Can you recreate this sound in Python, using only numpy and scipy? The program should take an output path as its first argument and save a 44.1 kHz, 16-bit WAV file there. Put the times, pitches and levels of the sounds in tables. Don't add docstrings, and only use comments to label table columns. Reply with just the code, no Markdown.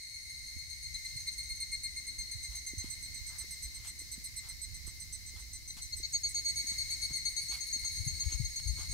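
import sys
import numpy as np
from scipy import signal
from scipy.fft import rfft, irfft, next_fast_len
from scipy.io import wavfile
from scipy.ndimage import uniform_filter1d

SR = 44100
rng = np.random.default_rng(int(sys.argv[2]) if len(sys.argv) > 2 else 0)


def pcm_store(signal):
    levels = np.round(np.clip(np.atleast_2d(signal), -1, 1) * 32767)
    wavfile.write(sys.argv[1], SR, levels.astype(np.int16).T)


N = 393813


def undb(db):
    return np.exp(np.asarray(db) * np.log(10) / 20)


def level(x, db):
    return x * undb(db) / np.sqrt(np.mean(x ** 2))


def curves(table, times=None):
    if times is None:
        times = np.arange(N) / SR
    row_times, *columns = np.transpose(table)
    return np.array([np.interp(times, row_times, column) for column in columns])


def sides(pan_db):
    return undb(np.array([pan_db, -pan_db]) / 2)


def add(out, x, s):
    i = int(s * SR)
    out[..., i:i + x.shape[-1]] += x[..., :max(out.shape[-1] - i, 0)]


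def coloured(points, channels):
    size = next_fast_len(N)
    hz, db = np.transpose(points)
    bins_hz = np.arange(size // 2 + 1) * SR / size
    gain = undb(np.interp(np.log(bins_hz + 1), np.log(hz), db, -90))
    white = rng.standard_normal((channels, size))
    return irfft(rfft(white) * gain, size)[:, :N]


def walk(rate):
    k = int(SR / rate)
    stairs = np.repeat(rng.standard_normal(N // k + 1), k)
    return 1.47 * uniform_filter1d(uniform_filter1d(stairs, k), k)[:N]


def wide(points, db, shared):
    mid, *ears = coloured(points, channels=3)
    return level(shared * mid + np.array(ears), db)


def trunks(x, t60_s):
    t = np.arange(SR) / SR
    fade = np.exp(-np.log(1000) * t / t60_s)
    onset = 1 - np.exp(-t / 0.0037)
    tail = rng.standard_normal((2, SR)) * fade * onset
    tail /= np.sqrt(np.sum(tail ** 2) / 2)
    return signal.fftconvolve(x[None], tail, axes=1)[:, :len(x)]


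def syllable(length_s, hz, peak_db, glide_hz, slow, buzz_db, buzz_phase):
    # rise/s (times slow), share of the length before the fall,
    # sag/(dB per s), fall/s, lower buzz line/dB, upper buzz line/dB, half-rate lines/dB;
    # buzz_db is added to the three buzz columns
    partial_rows = [(0.01, 1.54, -25, .006, -22, -21, -14), (0.013, 1.5, -22.5, 0.0031, -10, -15.5, -29),
                    (.0028, 1.8, -150, 0.0065, -5, -13, -34), (.0028, 1.4, -110, .006, -1.5, -34, -14.5),
                    (.0028, 0.59, -110, .006, 0.5, -18, -23), (.0035, 1.03, -110, .006, 2, -9, -15)]
    sixth_db = -12.5
    t = np.arange(int(.075 * SR)) / SR
    rise, share, sag_db, fall, low_db, up_db, half_db = np.transpose(partial_rows)[:, :, None]

    attack = 1 - np.exp(-t / np.abs(rise * slow))
    decay = np.exp(-np.maximum(t - share * length_s, 0) / np.abs(fall))
    shape = attack * undb(sag_db * t) * decay

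    buzz_hz = 312.2 * hz / 2130
    half = np.exp(1j * (np.pi * buzz_hz * t + buzz_phase))
    full_rate = undb(low_db) * half.conj() ** 2 + undb(up_db) * half ** 2
    half_rate = 2 * undb(half_db) * half.real
    buzz = 1 + undb(buzz_db) * (full_rate + half_rate)

    turns = hz * t + glide_hz * (t / length_s - 1) * t / 2
    first = np.exp(2j * np.pi * turns)
    stack = np.cumprod(np.tile(first, (len(partial_rows), 1)), axis=0)
    all_db = np.append(peak_db, peak_db[-1] + sixth_db)
    return undb(all_db)[:, None] * shape * buzz * stack


def far_chorus(count=9):
    # t/s, swell/dB, level of the first partial/dB, middle pitch f/Hz
    chorus_swells = [(0.0, 2.5, -57.5, 2140), (0.89, 2, -57, 2128), (1.66, 3, -58, 2120),
                     (2.19, 2.5, -59, 2124), (2.86, 2, -56, 2121), (3.5, -1, -59, 2130),
                     (4.23, -4.5, -59.5, 2124), (5.62, -4.5, -62, 2122), (6.14, -0.5, -60, 2145),
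                     (6.6, 7, -53.5, 2153), (7.3, 4, -55.5, 2146), (7.83, 6, -55.5, 2152),
                     (8.93, 3.5, -57, 2151)]
    # level/dB, level gained per dB of swell/(dB per dB)
    upper_partials = [(-53.5, 1), (-60.5, 1.23), (-63, 1), (-64.5, 0.4)]
    timbre_db, gained = np.transpose(upper_partials)
    out = np.zeros(N + SR)
    for place in np.linspace(-1, 1, count):
        pace_s = .12 + .012 * rng.standard_normal()
        for s in np.arange(rng.random() * pace_s, N / SR + 1, pace_s):
            swell_db, first_db, middle_hz = curves(chorus_swells, s - 1)
            hz = middle_hz + 65 * place + 12 * rng.standard_normal()
            peak_db = np.append(first_db, timbre_db + gained * swell_db) + 3 * rng.standard_normal(5)
            voice = syllable(0.0331, hz, peak_db, glide_hz=-16.0, slow=0.84, buzz_db=-0.54,
                             buzz_phase=10 * rng.standard_normal())
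            add(out, voice.real.sum(0), s)
    return trunks(out, t60_s=1)[:, SR:] * sides(1.8)[:, None]


def distant_hiss():
    # f/Hz, level/dB
    hiss_colour = [(400, -18.5), (700, -18.5), (1450, -20), (1800, -5.5), (2600, -10), (3550, -10.5),
                   (3850, 2), (5300, 4), (7300, -2.5), (8900, -9), (9400, -14.5), (10000, -16),
                   (12000, -6.5), (15500, -11.5)]
    # t/s, level/dB
    hiss_levels = [(0.0, -55.5), (1.19, -53.5), (2.11, -55), (2.86, -53), (6.12, -53), (6.72, -50),
                   (8.93, -50.5)]
    swell = undb(curves(hiss_levels) + 0.69 * walk(5))
    return wide(hiss_colour, 0, shared=0.21) * swell * sides(1)[:, None]


def far_road():
    # f/Hz, level/dB
    road_colour = [(100, -11), (170, -2.5), (310, -2.5), (400, -10.5), (600, -17.5)]
    # t/s, level/dB
    road_levels = [(0, -75), (1.5, -69), (3.5, -67), (8.93, -67)]
    return wide(road_colour, 0, shared=1.35) * undb(curves(road_levels) + 2.8 * walk(3.97))


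def rings(table, cycles, alike):
    out = np.zeros((2, N))
    t = np.arange(int(.12 * SR)) / SR
    for s, db, hz, pan_db in table:
        phase = np.array([[0], [(1 - alike) * rng.standard_normal()]])
        age = t * hz / cycles
        swell = (age * np.exp(1 - age)) ** 2
        ring = np.sin(2 * np.pi * hz * t + phase) * swell
        add(out, undb(db) * ring * sides(pan_db)[:, None], s)
    return out


def wind():
    # t/s, average level/dB, left minus right/dB
    wind_levels = [(0.0, -57.5, -7), (0.5, -56, -2.5), (0.9, -52.5, -1), (2.1, -53, -4.5), (3.6, -51.5, -4),
                   (4.15, -53.5, -3.5), (4.9, -51.5, -6), (6.2, -51, -4), (6.67, -52, -7), (7.05, -50, -1),
                   (7.68, -54, -7.5), (7.98, -46, 7), (8.45, -43, 9), (8.55, -51.5, -2.5), (8.68, -41, 10),
                   (8.83, -45, 1.5), (8.93, -40.5, 10)]
    # f/Hz, level/dB
    wind_colour = [(12, -30), (20, -2), (35, -5.5), (59, 5.5), (124, -8), (143, -11.5), (167, -15.5),
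                   (260, -28.5), (340, -36.5), (570, -120)]
    # t/s, top of the swell/dB, f/Hz
    buffet_rows = [(0.557, -40, 73.7), (0.942, -43, 51.8), (1.153, -42, 116), (1.501, -42, 51),
                   (1.796, -49, 61.4), (2.179, -39.5, 56.7), (2.348, -41, 102), (2.481, -41, 56.5),
                   (2.771, -37.5, 79), (3.646, -42, 52.6), (4.86, -51, 80), (5.351, -47, 73.5),
                   (6.9, -53, 120), (7.098, -48, 54.4), (7.109, -43, 130), (7.318, -51, 42.7),
                   (7.817, -43, 57.7), (7.995, -36.5, 87.6), (8.064, -36, 122), (8.116, -41.5, 62),
                   (8.2, -58, 61.9), (8.256, -33.5, 75), (8.338, -36.5, 58), (8.397, -34, 115),
                   (8.428, -42, 65), (8.655, -33.5, 70.5), (8.686, -35, 64.7), (8.808, -40, 78.1),
                   (8.884, -43, 96)]
    buffet_lean = 2.77
    level_db, pan_db = curves(wind_levels)
    flutter = undb([1.8 * walk(25), 1.87 * walk(25)])
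    turbulence = level(coloured(wind_colour, channels=2) * flutter, 0)
    steady = turbulence * undb(level_db) * sides(pan_db)
    buffets = [(s, db, hz, buffet_lean * curves(wind_levels, s)[1]) for s, db, hz in buffet_rows]
    return steady + rings(buffets, cycles=0.92, alike=-1.8)


def near_cicadas():
    # t/s, level/dB (the timbre and scatter below are added)
    songs = [
        [(0.02, -47.5), (0.141, -45.5), (0.294, -47), (0.462, -46), (0.582, -48), (0.696, -46.5), (0.825, -45),
         (0.939, -48), (1.074, -50), (1.191, -49), (1.314, -50), (1.431, -49.5), (1.551, -52)],
        [(0.938, -39), (1.047, -36.5), (1.162, -34.5), (1.266, -35), (1.377, -37), (1.49, -36.5), (1.6, -35),
         (1.715, -34.5), (1.831, -34.5), (1.959, -37), (2.066, -37), (2.183, -37), (2.31, -40), (2.429, -40),
         (2.55, -41), (2.663, -40.5), (2.779, -42.5), (2.9, -44.5), (3.022, -47.5), (3.141, -47.5),
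         (3.264, -47), (3.383, -45), (3.505, -47), (3.623, -45.5), (3.743, -49), (3.869, -49), (3.988, -46.5),
         (4.114, -46), (4.238, -44.5), (4.361, -44.5), (4.485, -46), (4.615, -46), (4.74, -50.5),
         (4.864, -49.5), (4.999, -49), (5.125, -49), (5.261, -53), (5.393, -54), (5.53, -50.5), (5.675, -52.5),
         (5.817, -51.5), (5.964, -49.5), (6.122, -49.5), (6.287, -50.5), (6.48, -51), (6.683, -48.5),
         (6.911, -50), (7.163, -46.5), (7.452, -49)],
        [(5.7, -35), (5.819, -35), (5.922, -35.5), (6.029, -31.5), (6.132, -27.5), (6.233, -29.5), (6.344, -30),
         (6.446, -29.5), (6.557, -33), (6.668, -33.5), (6.781, -35.5), (6.9, -34), (7.016, -34), (7.131, -32),
         (7.251, -31), (7.364, -31), (7.483, -32.5), (7.605, -34.5), (7.726, -34), (7.846, -35.5), (7.957, -38),
         (8.072, -37.5), (8.198, -37), (8.318, -37), (8.445, -39), (8.558, -37.5), (8.672, -41), (8.79, -45),
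         (8.912, -46)],
        [(6.448, -46.5), (6.568, -40.5), (6.664, -46), (6.781, -45), (6.904, -40), (7.024, -41), (7.147, -51),
         (7.267, -44.5), (7.387, -40), (7.51, -39), (7.633, -48), (7.753, -52), (7.876, -46), (8.002, -45.5),
         (8.137, -47), (8.251, -44), (8.371, -45.5), (8.5, -48), (8.623, -47), (8.752, -47), (8.887, -45.5)],
        [(7.032, -44), (7.158, -44.5), (7.29, -42.5), (7.416, -42.5), (7.539, -49), (7.665, -43), (7.791, -45),
         (7.917, -46.5), (8.046, -46)],
    ]
    # t/s, pitch f/Hz, syllable length/s,
    # change of the third partial/dB, change of the partials above it/dB, left minus right/dB
    phrases = [
        [(0.14, 2138, 0.022, -5, -3.5, -3), (0.7, 2139, 0.029, -3, 0, 4), (1.55, 2117, 0.018, 5, 3.5, 0)],
        [(0.94, 2053, 0.016, -10, -11.5, 3), (1.16, 2100, 0.013, -13, -7.5, -0.5),
         (1.4, 2135, 0.025, -12, -4.5, -0.5), (1.95, 2128, 0.027, -7, -5, 1.5),
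         (2.31, 2113, 0.025, -1, -3.5, -1), (2.75, 2094, .029, 4, 0.5, -2), (3.4, 2077, 0.028, 3, 5.5, -3.5),
         (3.8, 2083, 0.025, 4.5, 7.5, 3), (4.5, 2082, 0.024, -0.5, 5, -0.5), (5.05, 2072, 0.025, 7.5, 5.5, -1),
         (5.7, 2053, 0.029, 12.5, 7.5, -0.5), (6.5, 2034, 0.021, -2, 10.5, 0), (7.45, 2026, 0.019, -11, 0, -4)],
        [(5.7, 2045, 0.0051, -12, -25, 0), (6.03, 2171, 0.018, -4, -27, 2), (6.2, 2200, 0.026, -3, -8.5, -0.5),
         (6.45, 2191, 0.042, -4.5, -6.5, -1), (6.85, 2171, .03, 3, 2, 2.5), (7.3, 2162, 0.025, -3.5, -5, 4.5),
         (8.0, 2144, 0.025, 4, 2, 1), (8.45, 2141, 0.013, 4.5, 1, -0.5), (8.92, 2141, 0.029, 2, 9.5, 4)],
        [(6.45, 2205, 0.039, -6, -1, -2), (6.7, 2255, 0.03, 7, 11, 5), (7.2, 2227, 0.027, -9, -6, -12),
         (8.0, 2211, 0.036, 6, 3, 4), (8.9, 2196, 0.033, 5.5, 1, -8)],
        [(7.03, 2197, 0.029, -8, 0.5, 6), (8.05, 2180, 0.041, 5, -2.5, 6)],
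    ]
    timbres = [(-7.5, 0.0049, -1, -3, -9), (-8.5, 0.0057, -3.5, -2, -5.5), (-16.5, 0, -3, -11.5, -19.5),
               (-11, 0.046, -7, -11, -13), (-19, 0, -10, -7, -2.5)]
    # pitch glide over a syllable/Hz, slowness of attack (a factor), buzz/dB
    singers = [(-4.5, 0.79, -6), (-12.5, 0.76, -7), (7, 0.4, -4), (-8.5, 0.76, -5.5), (-11, 0.72, -9)]
    port_leads = [(.4, 1.2, 1., -2.2, 1.2, 1.2), (.2, 1.2, 1.3, .5, 2.2, 1.5),
                  (-2.8, -1.5, 1.2, -.6, .5, 2.), (.5, 1.3, 1.2, 1.3, 1.2, 1.2),
                  (.5, 1.3, 1.2, -.6, .5, 1.2)]
    body_leans = [(2.7, 6.6, 3.3, -8, -7, 1), (5.4, 2.4, 1, -6, -5.5, 1), (2.6, 2.6, 3.6, 3, 8, 1),
                  (1, 1, 1.5, -7, -3, 1), (1, 1, 1.5, 2, -2.5, 1)]
    scatter_db, buzz_scatter_db = 1.5, 2.05
    lead_scatter = 0.13
    rough, rough_hz = 0.2, 138.5
    out = np.zeros((2, N))
    wobble = 1 + rough * (walk(rough_hz) + 1j * walk(rough_hz))

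    cicadas = zip(songs, phrases, timbres, singers, port_leads, body_leans)
    for song, phrase, timbre_db, (glide_hz, slow, buzz_db), leads, lean_db in cicadas:
        for s, db in song:
            hz, length_s, third_db, upper_db, pan_db = curves(phrase, s)
            peak_db = db + np.add(timbre_db, [0, 0, third_db, upper_db, upper_db])
            peak_db = peak_db + scatter_db * rng.standard_normal(5)
            voice = syllable(length_s, hz, peak_db, glide_hz, slow,
                             buzz_db + buzz_scatter_db * rng.standard_normal(),
                             buzz_phase=10 * rng.standard_normal())

            chance = rng.standard_normal((6, 1))
            stretch = (N * np.abs(chance)).astype(int) + np.arange(voice.shape[1])
            voice = voice * wobble[stretch % N] * np.exp(10j * chance)

            left, right = sides(pan_db + np.array(lean_db))
            numbers = np.arange(1, len(leads) + 1)
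            lag = np.exp(-1j * (leads + lead_scatter * numbers * rng.standard_normal(6)))
            add(out, np.array([left @ voice, (right * lag) @ voice]).real, s)

    wood = undb(-17.5) * trunks(out.mean(0), t60_s=0.98)
    leaves = undb(-10.5) * trunks(out[0], t60_s=0.079)
    return out + wood + leaves


def footsteps():
    # t/s, top of the swell/dB, f/Hz, left minus right/dB
    thuds = [(0.564, -57, 204.5, -20), (1.152, -55, 208, -14), (2.734, -41, 266, -3.0),
             (2.842, -39, 238, -3.5), (3.442, -52, 342, -2.5), (4.016, -52, 308.7, -3.5),
             (4.178, -56, 197.7, -30), (4.679, -55.5, 202, -2.0), (4.875, -49, 290, -3),
             (5.34, -55, 310.3, -3.5), (5.766, -53.5, 198, -4), (6.0, -49, 310, -2.0),
             (6.642, -50.5, 223, -2.5), (6.716, -48.5, 207, 0.0), (7.106, -50, 243, -13),
             (7.494, -52, 279, -3.5), (7.761, -54, 224, -25), (8.321, -47.5, 282, 2.5), (8.79, -49, 340, 0)]
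    # t/s, level/dB, length/s (stretched 1.6 times), gain of the bright part/dB
    scuffs = [(2.5, -66.5, 0.066, 3), (2.82, -66, 0.062, 6), (3.281, -63.5, 0.1, -17),
              (3.406, -67, 0.038, -15), (3.717, -75, .15, 10), (3.838, -63, 0.048, 9),
              (4.427, -63.5, 0.079, 1), (4.865, -63, 0.028, 1), (5.35, -63, 0.051, 3),
              (5.765, -59.5, 0.032, 6.5), (6.706, -65.5, 0.04, 5.5), (7.095, -63, 0.025, 3),
              (7.504, -56, 0.061, 6), (7.836, -62, 0.03, 1), (8.215, -67, 0.046, 6),
              (8.294, -63.5, 0.061, 9), (8.598, -64, 0.0047, 14.5), (8.767, -56.5, 0.073, 2)]
    out = rings(thuds, cycles=0.59, alike=0.92)
    grains = rng.standard_normal((3, N)) * undb(1.1 * walk(300))
    grit = grains[0] + 0.8 * grains[1:]
    dull_band = signal.butter(2, [850, 2100], "band", fs=SR, output="sos")
    bright_band = signal.butter(2, [1800, 9000], "band", fs=SR, output="sos")
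    dull = level(signal.sosfilt(dull_band, grit), 0)
    bright = level(signal.sosfilt(bright_band, grit), 3.8)
    for s, db, length_s, bright_db in scuffs:
        i = int(s * SR)
        part = np.linspace(0, 1, int(1.6 * length_s * SR))
        drag = np.sin(np.pi * part ** 0.58) ** 1.17
        scrape = (dull + undb(bright_db) * bright)[:, i:i + len(part)]
        add(out, undb(db) * drag * scrape * sides(1.5)[:, None], s)
    return out


def scene():
    return far_chorus() + distant_hiss() + far_road() + wind() + near_cicadas() + footsteps()


def record(dry):
    return signal.sosfilt(signal.ellip(14, .3, 70, 15740, fs=SR, output="sos"), dry)


dry = scene()
out = record(dry)
pcm_store(out)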